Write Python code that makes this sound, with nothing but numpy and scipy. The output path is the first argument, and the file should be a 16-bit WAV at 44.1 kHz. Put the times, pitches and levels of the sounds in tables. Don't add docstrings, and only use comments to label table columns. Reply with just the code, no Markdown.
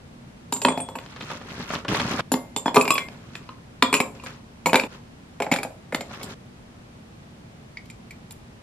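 import sys
import numpy as np
from scipy import signal
from scipy.fft import rfft, irfft, next_fast_len
from scipy.io import wavfile

SR = 44100
rng = np.random.default_rng(int(sys.argv[2]) if len(sys.argv) > 2 else 0)


def wav_out(sig):
    wavfile.write(sys.argv[1], SR, np.round(np.clip(np.atleast_2d(sig).T, -1, 1) * 32767).astype(np.int16))


N = 380141
SIDES = np.array([[1], [-1]])

CUTS_S = [0, 2.211, 4.876, 6.345]


def amp(db):
    return 10 ** (np.asarray(db) / 20)


def rms_one(x):
    return x / np.sqrt(np.mean(x ** 2) + 1e-20)


def at_hz(points, hz, column=1):
    p = np.array(points)
    return np.interp(np.log(hz + 1), np.log(p[:, 0] + 1), p[:, column])


def stretches(x):
    return np.split(x, [round(s * SR) for s in CUTS_S[1:]], axis=-1)


def between_cuts(process, x):
    return np.concatenate([process(part) for part in stretches(x)], axis=-1)


def stereo_noise(mid, side, alike):
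    return np.sqrt(1 + alike) * mid + np.sqrt(1 - alike) * side * SIDES


def hum():
    # frequency in Hz, relative level in dB per Hz.
    hum_spectrum = [(12, -31), (20, -13), (49, -7), (129, -0.5), (207, -4), (238, 0), (266, -8.5),
                    (297, -9.5), (451, -13), (745, -16), (1070, -18.5), (1260, -20), (2470, -24),
                    (9370, -36.5), (15500, -48)]
    # frequency in Hz, left-right likeness.
    hum_likeness = [(60, 0.99), (180, 0.98), (550, 0.094), (1650, -0.33), (4970, -0.11), (15000, -0.56)]
    level_db = -45.5
    hz = np.fft.rfftfreq(N, 1 / SR)
    alike = np.clip(at_hz(hum_likeness, hz), -1, 1)
    white = rng.standard_normal((2, len(hz), 2)) @ [1, 1j]
    mid, side = white * amp(at_hz(hum_spectrum, hz))
    return amp(level_db) * rms_one(irfft(stereo_noise(mid, side, alike), N))


def clicks(times, db):
    out = np.zeros(N)
    np.add.at(out, np.round(np.asarray(times) * SR).astype(int), amp(db))
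    return out


def burst(times, db, low_hz, high_hz, t60):
    shape = signal.lfilter([1], [1, -amp(-60 / (t60 * SR))], clicks(times, db) + 1e-18)
    shape = signal.lfilter([.04], [1, -.96], shape)
    band = signal.butter(3, [low_hz, high_hz], "band", fs=SR, output="sos")
    return signal.sosfilt(band, shape * rng.standard_normal(N))


def pitched(times, db, pitches, t60, spread, after_db):
    out, t = np.zeros(N + SR), np.arange(SR // 8) / SR
    fall = amp(-60 * t / t60) + amp(after_db - 15 * t / t60)
    fall *= np.minimum(t / .0015, 1)
    lucks = rng.uniform(-0.844, 1, (len(times), 3, 1))
    for s, gain, hz, luck in zip(times, amp(db), pitches, lucks):
        neighbours = np.sin(2 * np.pi * hz * (1 + spread * luck) * t).sum(axis=0)
        tone = np.sin(2 * np.pi * hz * t) + 0.4 * neighbours
        out[round(s * SR):][:len(t)] += gain * tone * fall
    return out[:N]


def ring(x, hz, t60):
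    ring_share = [1., .85, .5, .2]
    w, out = 2 * np.pi * hz / SR, []
    for part, share in zip(stretches(x), ring_share):
        r = amp(-60 / (t60 * share * SR))
        out.append(signal.lfilter([0, np.sin(w)], [1, -2 * r * np.cos(w), r * r], part + 1e-18))
    return np.concatenate(out)


def wobble(depth):
    flutter = rms_one(signal.lfilter([1], [1, -1.97, .970225], rng.standard_normal(N)))
    return rms_one(1 + depth * flutter)


def struck(modes, times, db, chatter, crunch_s, width, rough):
    late = crunch_s * rng.exponential(1, (len(times), 6)) * (np.arange(6) > 0)
    shape = (len(times), len(modes), 6)
    luck = rng.uniform(.4, 1, shape) * rng.choice([-1, 1], shape)
    luck *= amp(rng.normal(0, 3.5, (len(times), len(modes), 1)))
    at, out = np.round((times[:, None] + late) * SR).astype(int), 0
    flutter = wobble(rough)
    for k, (hz, level_db, t60) in enumerate(modes):
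        contacts = chatter.copy()
        np.add.at(contacts, at, amp(db)[:, None] * luck[:, k] * 0.71 ** np.arange(6))
        tone = amp(level_db) * ring(contacts, hz, t60) * np.roll(flutter, 997 * k)
        out = out + tone * (1 + width * (-1) ** k * SIDES)
    return out


def free_rings():
    # start in seconds, frequency in Hz, level in dB, time of damping in seconds.
    free_tones = [(0.524, 3800, -29, .56), (0.651, 8440, -27, .684), (0.684, 8440, -26, .77),
                  (0.684, 3384, -37, .886), (0.802, 8440, -22, .9), (0.886, 3384, -51, .953),
                  (2.34, 1109, -35, 2.41), (2.34, 5098, -49, 2.53), (2.34, 2105, -45, 2.53),
                  (2.563, 3560, -27, 2.6), (2.658, 5098, -42, 2.74), (2.658, 3384, -34, 2.697),
                  (2.744, 2105, -30, 2.766), (2.81, 1109, -25, 2.88), (2.905, 1109, -15, 2.955),
                  (2.905, 5098, -32, 3.06), (2.912, 3384, -32, 3.02), (2.981, 2105, -33, 3.075),
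                  (3.824, 3384, -33, 3.925)]
    free_t60_s = {1109: .22, 2105: .5, 3384: .9, 3560: .07, 3800: .06, 5098: .22, 8440: .12}
    out = np.zeros(N)
    for s, hz, db, damped_s in free_tones:
        t = np.arange(round((damped_s - s + .02) * SR)) / SR
        damping = np.exp(-np.maximum(t - damped_s + s, 0) / .003)
        tone = amp(db - 60 * t / free_t60_s[hz]) * np.sin(2 * np.pi * hz * t)
        out[round(s * SR):][:len(t)] += tone * damping
    return out


def grains(per_s, spread_db):
    sizes = amp(spread_db * np.minimum(rng.exponential(1, N), 4)) * rng.choice([-1, 1], N)
    return rms_one(sizes * (rng.random(N) < per_s / SR))


def chattering(times, db):
    level_db, t60_s = -39.5, 0.5
    follows = 0.67
    r = amp(-60 / (t60_s * SR))
    unrest = between_cuts(lambda part: signal.lfilter([1], [1, -r], part + 1e-18), clicks(times, db))
    return amp(level_db) * unrest ** follows * grains(600, spread_db=2.5)


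def glass():
    # start in seconds, then levels in dB of the crack, the thud on the base,
    # the ice-on-ice clack and the ring of the wall.
    blow_rows = [(0.524, -17, -27.5, -39, -30.5), (0.564, -23, -37.5, -51, -41),
                 (0.617, -18, -32.5, -32, -34), (0.649, 0.5, -14.5, -19, -36),
                 (0.684, -12, -18, -19.5, -45), (0.722, -34, -33, -40, -69), (0.775, -30, -27, -30, -44),
                 (0.801, -25, -34, -34, -55.5), (0.887, -24, -34.5, -56, -54),
                 (0.954, -41, -29, -30, -49.5), (0.986, -17.5, -45, -51, -59), (1.061, -26, -65, -47, -73),
                 (2.318, -37, -18.5, -36, -29), (2.339, -7.5, -18, -39, -50), (2.563, -13.5, -27, -32, -35),
                 (2.659, -31, -18.5, -34, -41.5), (2.68, -17, -25, -30, -54),
                 (2.744, -17, -29.5, -21.5, -31.5), (2.759, -23, -17, -22, -27.5),
                 (2.767, -6, -10, -11.5, -56), (2.811, -24, -47, -13.5, -30), (2.853, -17, -30, -21, -52),
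                 (2.878, -14, -27, -14.5, -34.5), (2.905, -9, -24, -12, -26), (2.954, -34, -33, -19, -45),
                 (2.98, -6, -55, -15, -43), (3.085, -22.5, -67, -61, -70), (3.353, -19, -56, -34, -51.5),
                 (3.49, -24.5, -39.5, -53, -80), (3.824, 4, -17.5, -10.5, -30),
                 (3.928, -15, -23, -13, -31.5), (3.94, -1.5, -28, -12.5, -26),
                 (3.949, -11, -25.5, -14, -33), (3.966, -25, -36, -20, -56), (4.002, -13, -24, -11.5, -32),
                 (4.198, -60, -53, -37.5, -75), (4.237, -69, -39, -38.5, -48),
                 (4.659, -10, -18.5, -12.5, -27.5), (4.668, -15, -22, -36, -52),
                 (4.694, -31, -34, -23, -46), (4.731, -2.5, -16.5, -16, -32.5),
                 (4.743, -5, -15, -15.5, -49), (4.756, 0.5, -20, -9.5, -29), (4.797, -10, -37, -14.5, -39),
                 (4.836, -19, -28.5, -27, -51), (5.402, -15, -22.5, -27.5, -47),
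                 (5.421, -9.5, -25.5, -18, -44), (5.444, -25, -47, -41, -63), (5.466, -41, -24.5, -34, -73),
                 (5.515, -29, -15, -11.5, -34.5), (5.523, -5.5, -18, -14, -38),
                 (5.538, -7.5, -26, -50, -36.5), (5.561, -11.5, -32, -43, -37.5),
                 (5.586, -33, -26, -23, -54), (5.631, -14.5, -28, -25, -38), (5.649, -41, -27.5, -58, -63),
                 (5.924, -27, -22.5, -29, -51), (5.946, -6, -20.5, -17, -36), (6.008, -19, -31, -29, -43.5),
                 (6.212, -29, -37.5, -40, -66), (6.23, -31, -39, -53, -36.5), (7.771, -51, -58, -26.5, -75),
                 (7.856, -40.5, -70, -60, -55.5), (7.9, -50, -72, -37, -49), (8.108, -44, -63.5, -32, -52),
                 (8.308, -43, -52, -45, -46)]
    # time in seconds, air pop in Hz, air pop over the thud in dB,
    # clack in Hz, top wall modes over the ring of the wall in dB.
    fill_rows = [(0.65, 925, 5, 2490, -5.5), (2.33, 912, -1.5, 2660, 1.5), (2.67, 916, 6.5, 2400, -8),
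                 (2.77, 958, 7, 2400, -5), (2.91, 1027, 6, 2397, -6), (3.9, 1045, 8, 2480, -6.5),
                 (4.7, 907, 3.5, 2328, -4), (5.5, 838, -1, 2295, -3.5), (5.95, 806, -6.5, 2130, -4.5),
                 (7.9, 900, 4, 2317, -6), (8.3, 900, 1, 2400, 7)]
    # frequency in Hz, level in dB,
    # t60 in seconds before ice and milk load the wall.
    counter_modes = [(168.4, -15.5, 0.26), (254.4, -1, 0.14), (286, -1, 0.027), (388, -12.5, 0.051),
                     (429.2, -4.5, 0.084), (530, -5.5, 0.089), (619, -7, 0.054), (705, -8, 0.079),
                     (1290, -16.5, 0.11), (1632, 2.5, 0.0089)]
    bright_modes = [(6940, -1., .2), (7100, -3., .1), (7260, -3., .15), (7434, 0., .18), (7640, -3., .12),
                    (7900, -6., .1), (8195, -4., .16), (8426, -7., .13), (8664, -9., .13), (8796, -9., .12)]
    top_modes = [(9540, -1, 0.076), (10400, 1, 0.095), (10430, -8, 0.04), (10220, -6.5, 0.093),
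                 (10190, -24, 0.024), (10760, 0, 0.043), (12440, 5, 0.032), (12800, -12, 0.069),
                 (12810, -17, 0.093), (13380, -2, 0.091), (12900, -7, 0.12), (14220, -8, .08)]

    s, crack_db, thud_db, clack_db, wall_db = np.transpose(blow_rows)
    at, *columns = np.transpose(fill_rows)
    pop_hz, pop_db, clack_hz, top_db = (np.interp(s, at, c) for c in columns)
    stray = 1 + .03 * rng.standard_normal((len(s), 2))
    chatter = chattering(s, clack_db)

    out = burst(s, crack_db, 344, 3930, t60=0.016)
    crunch_db = np.maximum(wall_db + 12.5, clack_db - 7.5)
    out += burst(s, crunch_db, 2800, 5680, t60=0.047)
    out += wobble(.35) * free_rings()
    out += pitched(s, thud_db + pop_db, pop_hz * stray[:, 0], t60=0.034, spread=0.203, after_db=-16)
    out += pitched(s, clack_db, clack_hz * stray[:, 1], t60=0.028, spread=0.173, after_db=-17)
    second_hz = clack_hz * 1.9 * (1 + .15 * rng.uniform(-1.034, 1, len(s)))
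    out += pitched(s, clack_db - 13, second_hz, t60=.018, spread=0.0993, after_db=-25.5)

    # Hz, dB, t60 in seconds before loading
    loose = [(930, -21.5, 0.016), (2400, -27.5, 0.02), (4300, -49.0, .008)]
    out += sum(amp(db) * ring(chatter, hz, t60) for hz, db, t60 in loose)
    scrape_band = signal.butter(2, [1500, 6000], "band", fs=SR, output="sos")
    out += amp(-13.5) * signal.sosfilt(scrape_band, chatter)

    out = out + struck(counter_modes, s, thud_db, amp(-25.5) * chatter,
                       crunch_s=.004, width=0.033, rough=0.48)
    out += struck(bright_modes, s, wall_db, amp(-44) * chatter,
                  crunch_s=0.0045, width=0.59, rough=0.98)
    return out + struck(top_modes, s, wall_db + top_db, amp(-52.0) * chatter,
                        crunch_s=0.0077, width=0.23, rough=0.49)


def ports(x):
    # frequency in Hz, phase in radians by which the left port leads.
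    port_phase = [(0, 0), (1500, .15), (2240, .4), (3530, 1.2), (4570, 1.), (5940, 8.4), (8180, 8.5),
                  (9000, 15.5), (11500, 19.), (14400, 22.)]
    size = next_fast_len(x.shape[-1])
    turn = np.exp(.5j * at_hz(port_phase, np.fft.rfftfreq(size, 1 / SR)) * SIDES)
    return irfft(rfft(x, size) * turn, size)[:, :x.shape[-1]]


def kitchen(x):
    # frequency in Hz, relative level in dB, t60 in seconds, left-right likeness.
    echo_bands = [(148, -27.5, 0.52, 1), (474, -0.5, 0.39, 0.89), (1650, -5, 0.22, 0.33),
                  (4000, -2.5, 0.17, 0.16), (10000, -11.5, 0.36, 0.029)]
    level_db = -34.0
    t, tail = np.arange(SR // 2) / SR, 0
    for low in 100 * 2. ** np.arange(8):
        hz = low * 1.4
        band = signal.butter(2, [low, min(2 * low, .45 * SR)], "band", fs=SR, output="sos")
        mid, side = signal.sosfilt(band, rng.standard_normal((2, len(t))))
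        alike = np.clip(at_hz(echo_bands, hz, column=3), 0, 1)
        decay_db = at_hz(echo_bands, hz) + level_db - 60 * t / at_hz(echo_bands, hz, column=2)
        tail = tail + stereo_noise(mid, side, alike) * amp(decay_db) * np.minimum(t / 0.01, 1)
    return between_cuts(lambda part: signal.fftconvolve(part[None], tail, axes=1)[:, :len(part)], x)


def gains(tables):
    t, out = np.arange(N) / SR, 0
    for rows in tables:
        s, *columns = np.transpose(rows)
        out = out + np.array([amp(np.interp(t, s, c, -200, -200)) for c in columns])
    return out


def coloured(x, spectrum):
    size = next_fast_len(N)
    gain = amp(at_hz(spectrum, np.fft.rfftfreq(size, 1 / SR)))
    return rms_one(irfft(rfft(x, size) * gain, size)[..., :N])


def crackle():
    # frequency in Hz, relative level in dB per Hz.
    crisp_spectrum = [(700, -6.5), (1100, 7), (2000, 0.5), (4000, -6), (6500, -11.5), (7800, -21),
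                      (12000, -25)]
    slow = rms_one(signal.lfilter([1], [1, -1.996, .996004], rng.standard_normal(N)))
    snaps = amp(2.5 * slow) * grains(7000, spread_db=3.5)
    dealt, out = rng.integers(0, 14, N), 0
    for k, hz in enumerate(np.geomspace(700, 12000, 14)):
        r, w = amp(-60 * hz / (7 * SR)), 2 * np.pi * hz / SR
        twice = [[0.79, 0.015, -0.98, 1, -2 * r * np.cos(w), r * r]] * 2
        tone = rms_one(signal.sosfilt(twice, snaps * (dealt == k) + 1e-18))
        lean = np.clip(1.6 * hz / 3000, 0, 1.5) * (-1) ** k
        out = out + amp(at_hz(crisp_spectrum, hz)) * np.sqrt(hz) * tone * (1 + lean * SIDES)
    return rms_one(out)


def bag():
    # time in seconds, level in dB.
    rummage_spells = [
        [(1.0, -51), (1.096, -52.5), (1.33, -39), (1.39, -49.5), (1.602, -37), (1.66, -42), (1.748, -31),
         (1.872, -63), (1.886, -24.5), (2.0, -28), (2.211, -32)],
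        [(3.1, -63), (3.118, -49), (3.196, -56.5), (3.374, -49.5), (3.55, -59)],
        [(4.15, -48.5), (4.255, -53), (4.265, -41), (4.4, -64)],
        [(4.88, -58), (4.934, -42.5), (5.05, -79)],
        [(6.04, -54.5), (6.15, -41), (6.308, -39.5), (6.345, -41)],
    ]
    # frequency in Hz, relative level in dB per Hz.
    dull_spectrum = [(29, -59), (50, -14), (135, -0.5), (253, -0.5), (363, -6.5), (604, -14.5), (900, -17),
                     (1170, -46.5), (1980, -120)]
    # start in seconds, sharp knock in dB, dull knock in dB.
    knock_rows = [(1.162, -27, -51), (1.208, -21, -21.5), (1.302, -30, -16), (1.315, -24.5, -19),
                  (1.413, -34, -23), (1.504, -29, -44), (1.604, -44, -18.5), (1.703, -24, -10),
                  (1.751, -17, -39), (1.848, -27.5, -12.5), (1.882, -12.5, -38), (1.946, -17, -10),
                  (1.968, -23, -18), (1.998, -12, -11), (2.128, -24, -33), (2.192, -20.5, -4),
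                  (2.201, -22, -49), (4.262, -27, -34), (6.11, -37, -21)]
    effort = gains(rummage_spells)[0]
    s, sharp_db, dull_db = np.transpose(knock_rows)
    rumble = amp(-1) * coloured(grains(300, spread_db=3.5), dull_spectrum)
    out = effort * (rumble + crackle())
    out = out + burst(s, sharp_db - 6.0, 1140, 5600, t60=0.0078)
    out += burst(s, sharp_db, 450, 3600, t60=0.041)
    return out + burst(s, dull_db, 120, 1490, t60=0.041)


def scene():
    blows = signal.sosfilt(signal.butter(4, 130, "high", fs=SR, output="sos"), glass())
    rustle = bag()
    near = ports(blows) + rustle + kitchen((blows + rustle).mean(axis=0))
    t = np.arange(N) / SR
    to_cut = np.min([np.where(t < s, s - t, 1) for s in CUTS_S[1:]], axis=0)
    cut_fade = np.minimum(to_cut / .004, 1)
    return near * cut_fade + hum()


def record(dry):
    low_pass = signal.cheby2(12, 60, 16100, fs=SR, output="sos")
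    return signal.sosfilt(low_pass, np.clip(dry, -.97, .97))


dry = scene()
out = record(dry)
wav_out(out)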